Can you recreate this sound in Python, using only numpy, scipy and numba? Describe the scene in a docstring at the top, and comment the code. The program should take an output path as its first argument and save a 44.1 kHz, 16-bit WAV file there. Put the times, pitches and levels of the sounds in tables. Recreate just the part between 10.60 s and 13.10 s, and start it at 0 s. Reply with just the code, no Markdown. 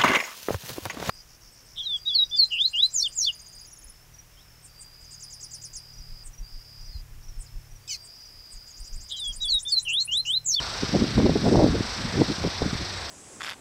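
"""A small three-blade wind turbine whirs on its pole above a camera microphone, slowing slightly.
From the start its blades swish, treble first, over a steady rush of air: banded noise swinging per blade.
Eddies dragged by gusts over the bare port suck at the capsule: a low, ragged rumble made of pressure puffs.
It is slight at first, swells with hard thumps from about 0.2 s, is thickest from 0.6 to 1.1 s,
then breaks into scattered bursts and fades towards the end."""
import sys
import numpy as np
from scipy import signal
from scipy.fft import rfft, irfft
from scipy.io import wavfile
from scipy.ndimage import uniform_filter1d
from numba import njit

SR = 44100
rng = np.random.default_rng(int(sys.argv[2]) if len(sys.argv) > 2 else 0)


def digitize_waveform(pressure):
    """Quantize a signal to 16-bit integers and store it at the path in sys.argv[1].

    Rows of a 2-D input are taken as channels; values are limited to [-1, 1].
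    """
    field = np.atleast_2d(pressure).T
    bounded = np.clip(field, -1, 1)
    quanta = np.round(bounded * 32767).astype(np.int16)
    wavfile.write(sys.argv[1], SR, quanta)


N = 110250

# Rotor speed. Each row: time in seconds, blade passes per second.
BLADE_RATE = [(0, 27.3), (.5, 26.5), (1.95, 26.5), (2.2, 25.2), (2.5, 25.2)]
# Spectrum of the rush. Each row: frequency in Hz, relative density in dB per Hz.
RUSH_SPECTRUM = [(30, 0.5), (60, 5), (90, 6.5), (140, -7.5), (270, -17), (370, -7), (600, -4), (1000, -4),
                 (1500, -4), (2200, -5.5), (2950, -10), (3700, -4), (4500, -3.5), (5700, -5), (6800, -22.5),
                 (8000, -16.5), (9500, -32), (13000, -36), (15500, -47)]
# Rush level. Each row: time in seconds, RMS of its 1.2-6.5 kHz part in dB before swish and flicker.
RUSH_LEVEL = [(0.0, -34), (0.4, -33.5), (0.6, -36.5), (1.05, -34.5), (1.58, -34), (1.92, -35), (2.5, -35.5)]
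# Blade swish. Each row: band centre in Hz, swing either side of the mean level in dB.
SWISH_SWING = [(700, -0.1), (1200, 1.0), (2200, 0.06), (4200, 2.5), (8000, 1.6)]
# Gusts at the port. Each row: time in seconds, buffet level in dB, typical eddy length in ms.
GUST = [(0.0, -36, 2.4), (0.05, -50, 2.4), (0.205, -50, 2.41), (0.234, -26.5, 1.62), (0.259, -39, 2.05),
        (0.284, -48, 2.25), (0.294, -29, 2.3), (0.304, -45, 2.95), (0.344, -18, 1.57), (0.364, -19.5, 1.28),
        (0.379, -28, 1.7), (0.429, -20.5, 2.12), (0.449, -31.5, 1.75), (0.544, -31.5, 2.36),
        (0.564, -22.5, 2.33), (0.584, -14.5, 1.56), (0.604, -19, 1.56), (0.614, -23.5, 1.85),
        (0.663, -14, 1.65), (0.683, -26.5, 1.69), (0.693, -17.5, 1.37), (0.743, -29.5, 2.28),
        (0.758, -16.5, 1.39), (0.788, -30, 1.94), (0.808, -31, 2.38), (0.863, -17.5, 1.3),
        (0.888, -15.5, 1.57), (0.903, -27, 1.42), (0.923, -17.5, 1.22), (0.993, -15.5, 1.3),
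        (1.008, -20.5, 1.147), (1.028, -15, 1.26), (1.068, -21, 1.58), (1.127, -23, 2.76),
        (1.152, -23, 1.37), (1.192, -28.5, 2.57), (1.202, -29, 1.33), (1.227, -41, 2.29),
        (1.257, -36, 1.98), (1.272, -41, 2.12), (1.352, -49, 1.79), (1.387, -36.5, 2.15), (1.417, -30, 2.5),
        (1.427, -49, 1.26), (1.447, -29, 2.97), (1.507, -39.5, 2.02), (1.522, -39, 2), (1.546, -27.5, 2),
        (1.59, -22, 1.66), (1.616, -15.5, 1.74), (1.636, -30, 1.7), (1.671, -47, 1.9), (1.686, -25, 1.57),
        (1.721, -28.5, 1.59), (1.741, -44, 1.82), (1.776, -46, 2.09), (1.786, -30, 1.85),
        (1.796, -50, 2.37), (1.816, -29, 2.2), (1.83, -36, 2.23), (1.851, -22, 2.06), (1.878, -27, 1.61),
        (1.892, -41, 2.43), (1.95, -47, 2.31), (2.005, -42.5, 3.2), (2.025, -21, 1.17), (2.04, -31, 2.58),
        (2.055, -30, 1.92), (2.08, -32, 1.73), (2.1, -38, 2.3), (2.12, -43, 1.47), (2.135, -35, 1.61),
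        (2.145, -38, 2.09), (2.155, -25, 2.6), (2.17, -43, 2.6), (2.225, -28.5, 2.87), (2.25, -45.5, 2.02),
        (2.499, -48.5, 1.82)]
# Hard sucking eddies. Each row: time in seconds, depth in dB ahead of the port, length in ms.
THUMPS = [(0.2339, -11, 1.63), (0.3514, -7.5, 1.04), (0.3627, -8, 1.35), (0.4225, -5.5, 1.94),
          (0.4425, -10, 1.64), (0.602, -14.5, 0.53), (0.635, -9, 2.3), (0.645, -5.5, 2.2),
          (0.6609, -17.5, 0.65), (0.6628, -7, 1.5), (0.6957, -5.5, 1.07), (0.8567, -15, 1.08),
          (0.9187, -10, 1.5), (0.9812, -10, 1.3), (0.996, -6, 0.86), (1.0079, -6.5, 0.95),
          (1.0211, -9, 1.02), (1.0435, -2, 1.2), (1.065, -7, 1.1), (1.1542, -14, 1.13), (1.2081, -10, 1.94),
          (1.4525, -17, 3), (1.6196, -5.5, 1.205), (1.7028, -13, 2.4), (1.8403, -15, 0.73),
          (1.85, -11, 1.37), (1.8642, -14, 3.3), (1.875, -16, 1.13), (2.0203, -10.5, 1.04),
          (2.035, -27, 0.72), (2.057, -16.5, 1.53), (2.0636, -11.5, 2.54), (2.132, -13, 2.45)]
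# Hard pressing eddies. Each row: time in seconds, height in dB ahead of the port, length in ms.
PUSHES = [(0.9576, -6.5, 0.72), (1.0253, -7.5, 1.15), (1.6179, -5, 0.94)]

FIRST_PASS_TURNS = 0.16  # part of a blade cycle already done at the start
SWEEP_TURNS_PER_OCTAVE = .15  # one turn = one blade cycle
FLICKER_DB, FLICKER_PER_S = 0.93, 11.58
PORT_HZ, PORT_WIDTH_HZ = 64, 145
SIZE_SPREAD_DB, LENGTH_SPREAD_LOG = 2.5, 0.44
SUCTION_SHARE = .85
EDDY_SHOULDER = 0.58  # 0 plain dip, 1 dip balanced by a rise on either side
SIZE_LENGTH_POWER = 0.56  # shorter eddies are weaker
EDDIES_PER_LENGTH = .9  # shorter eddies follow each other faster
EVEN_SHARE, EVEN_S = 0.65, 0.0139  # share of the stream's own lumps smoothed, averaging time
CALM_S = 0.0023  # the stream gives way around a thump
THUMP_SHOULDER, THUMP_LEAD = 0.7, 0.3  # first shoulder stands higher than the last
TOP_HZ = 15600


def undb(db):
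    """dB to amplitude."""
    return 10 ** (np.asarray(db) / 20)


def unit(x):
    """Scale to an RMS of 1."""
    return x / np.sqrt(np.mean(x ** 2))


def curve(table, column=1):
    """A table column joined by straight lines in time."""
    table = np.array(table, float)
    return np.interp(np.arange(N) / SR, table[:, 0], table[:, column])


def at_hz(table, hz):
    """Table values joined by straight lines in log frequency."""
    table = np.array(table, float)
    return np.interp(np.log(hz), np.log(table[:, 0]), table[:, 1])


def walk(rate_per_s):
    """Random levels, each held 1 / rate and slewed twice; spread near 1."""
    hold = int(SR / rate_per_s)
    steps = np.repeat(rng.standard_normal(N // 100), hold)[:N]
    return 1.5 * uniform_filter1d(uniform_filter1d(steps, hold), hold)


def rotor():
    """Half-octave bands of rush; each level swings once per blade, the high ones earlier."""
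    turns = FIRST_PASS_TURNS + np.cumsum(curve(BLADE_RATE)) / SR
    hz = np.maximum(np.arange(N // 2 + 1) * SR / N, 1)
    spectrum = rfft(rng.standard_normal(N)) * undb(at_hz(RUSH_SPECTRUM, hz))
    reference = irfft(spectrum * (hz > 1200) * (hz < 6500), N)
    reference_rms = np.sqrt(np.mean(reference ** 2))
    rush = 0
    for centre_hz in 22 * 2 ** np.arange(0, 10, .5):
        away = np.clip(2 * np.log2(hz / centre_hz), -1, 1)
        band = irfft(spectrum * np.cos(np.pi * away / 2) ** 2, N)
        lead_turns = SWEEP_TURNS_PER_OCTAVE * np.log2(centre_hz / 4500)
        swish_db = at_hz(SWISH_SWING, centre_hz) * np.cos(2 * np.pi * (turns + lead_turns))
        flicker_db = FLICKER_DB * walk(FLICKER_PER_S)
        rush = rush + band * undb(swish_db + flicker_db)
    return rush / reference_rms * undb(curve(RUSH_LEVEL))


@njit
def puffs(start, length, size, shoulder, lead, count):
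    """Bell-shaped pressure puffs with opposite shoulders; centre (start) and length in samples."""
    out = np.zeros(count)
    for k in range(len(start)):
        first = max(int(start[k] - 3 * length[k]), 0)
        last = min(int(start[k] + 3 * length[k]), count)
        for i in range(first, last):
            v = (i - start[k]) / length[k]
            shape = 1 - 4 * shoulder * v ** 2 + 2 * lead * v
            out[i] += size[k] * shape * np.exp(-2 * v ** 2)
    return out


def port(pressure):
    """The microphone bleeds off slow pressure: a second-order high-pass."""
    w = 2 * np.pi * PORT_HZ
    b, a = signal.bilinear([1, 0, 0], [1, 2 * np.pi * PORT_WIDTH_HZ, w ** 2], SR)
    return signal.lfilter(b, a, pressure)


def buffet():
    """A dense stream of eddies, mostly suction, uneven in size and length, following the gust."""
    gap_draw, sign_draw = rng.random((4000, 2)).T
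    length_draw, size_draw = rng.standard_normal((4000, 2)).T
    typical = curve(GUST, column=2) / 1000 * SR
    # place eddies by a running count that rises faster where they are short
    eddy_count = np.cumsum(EDDIES_PER_LENGTH / typical)
    index = np.searchsorted(eddy_count, np.cumsum(.3 + 1.4 * gap_draw))
    stretch = np.exp(LENGTH_SPREAD_LOG * length_draw)
    length = typical[np.minimum(index, N - 1)] * stretch
    sign = np.where(sign_draw < SUCTION_SHARE, -1., 1.)
    size = sign * undb(SIZE_SPREAD_DB * size_draw) * stretch ** SIZE_LENGTH_POWER
    size = size * (index < N)  # drop eddies past the end
    stream = unit(port(puffs(1. * index, length, size, EDDY_SHOULDER, 0., N)))
    power = uniform_filter1d(stream ** 2, int(EVEN_S * SR))
    stream = stream / (power + .1) ** (EVEN_SHARE / 2)
    thump_s = np.array([*THUMPS, *PUSHES], float)[:, 0]
    calm = puffs(thump_s * SR, np.full(len(thump_s), CALM_S * SR), np.ones(len(thump_s)), 0., 0., N)
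    return unit(stream) * undb(curve(GUST)) * np.clip(1 - calm, 0, 1)


def thumps():
    """The hardest single eddies, as lone puffs at the port: most suck, a few press."""
    s, db, ms = np.array([*THUMPS, *PUSHES], float).T
    sign = np.where(np.arange(len(s)) < len(THUMPS), -1., 1.)
    return port(puffs(s * SR, ms / 1000 * SR, sign * undb(db), THUMP_SHOULDER, THUMP_LEAD, N))


def scene():
    """Rotor, buffet and thumps add at one microphone."""
    return (rotor() + buffet() + thumps())[None]


def record(dry):
    """The recorder cuts the top with a steep elliptic low-pass."""
    return signal.sosfilt(signal.ellip(12, .2, 90, TOP_HZ, fs=SR, output="sos"), dry)


dry = scene()
out = record(dry)
digitize_waveform(out)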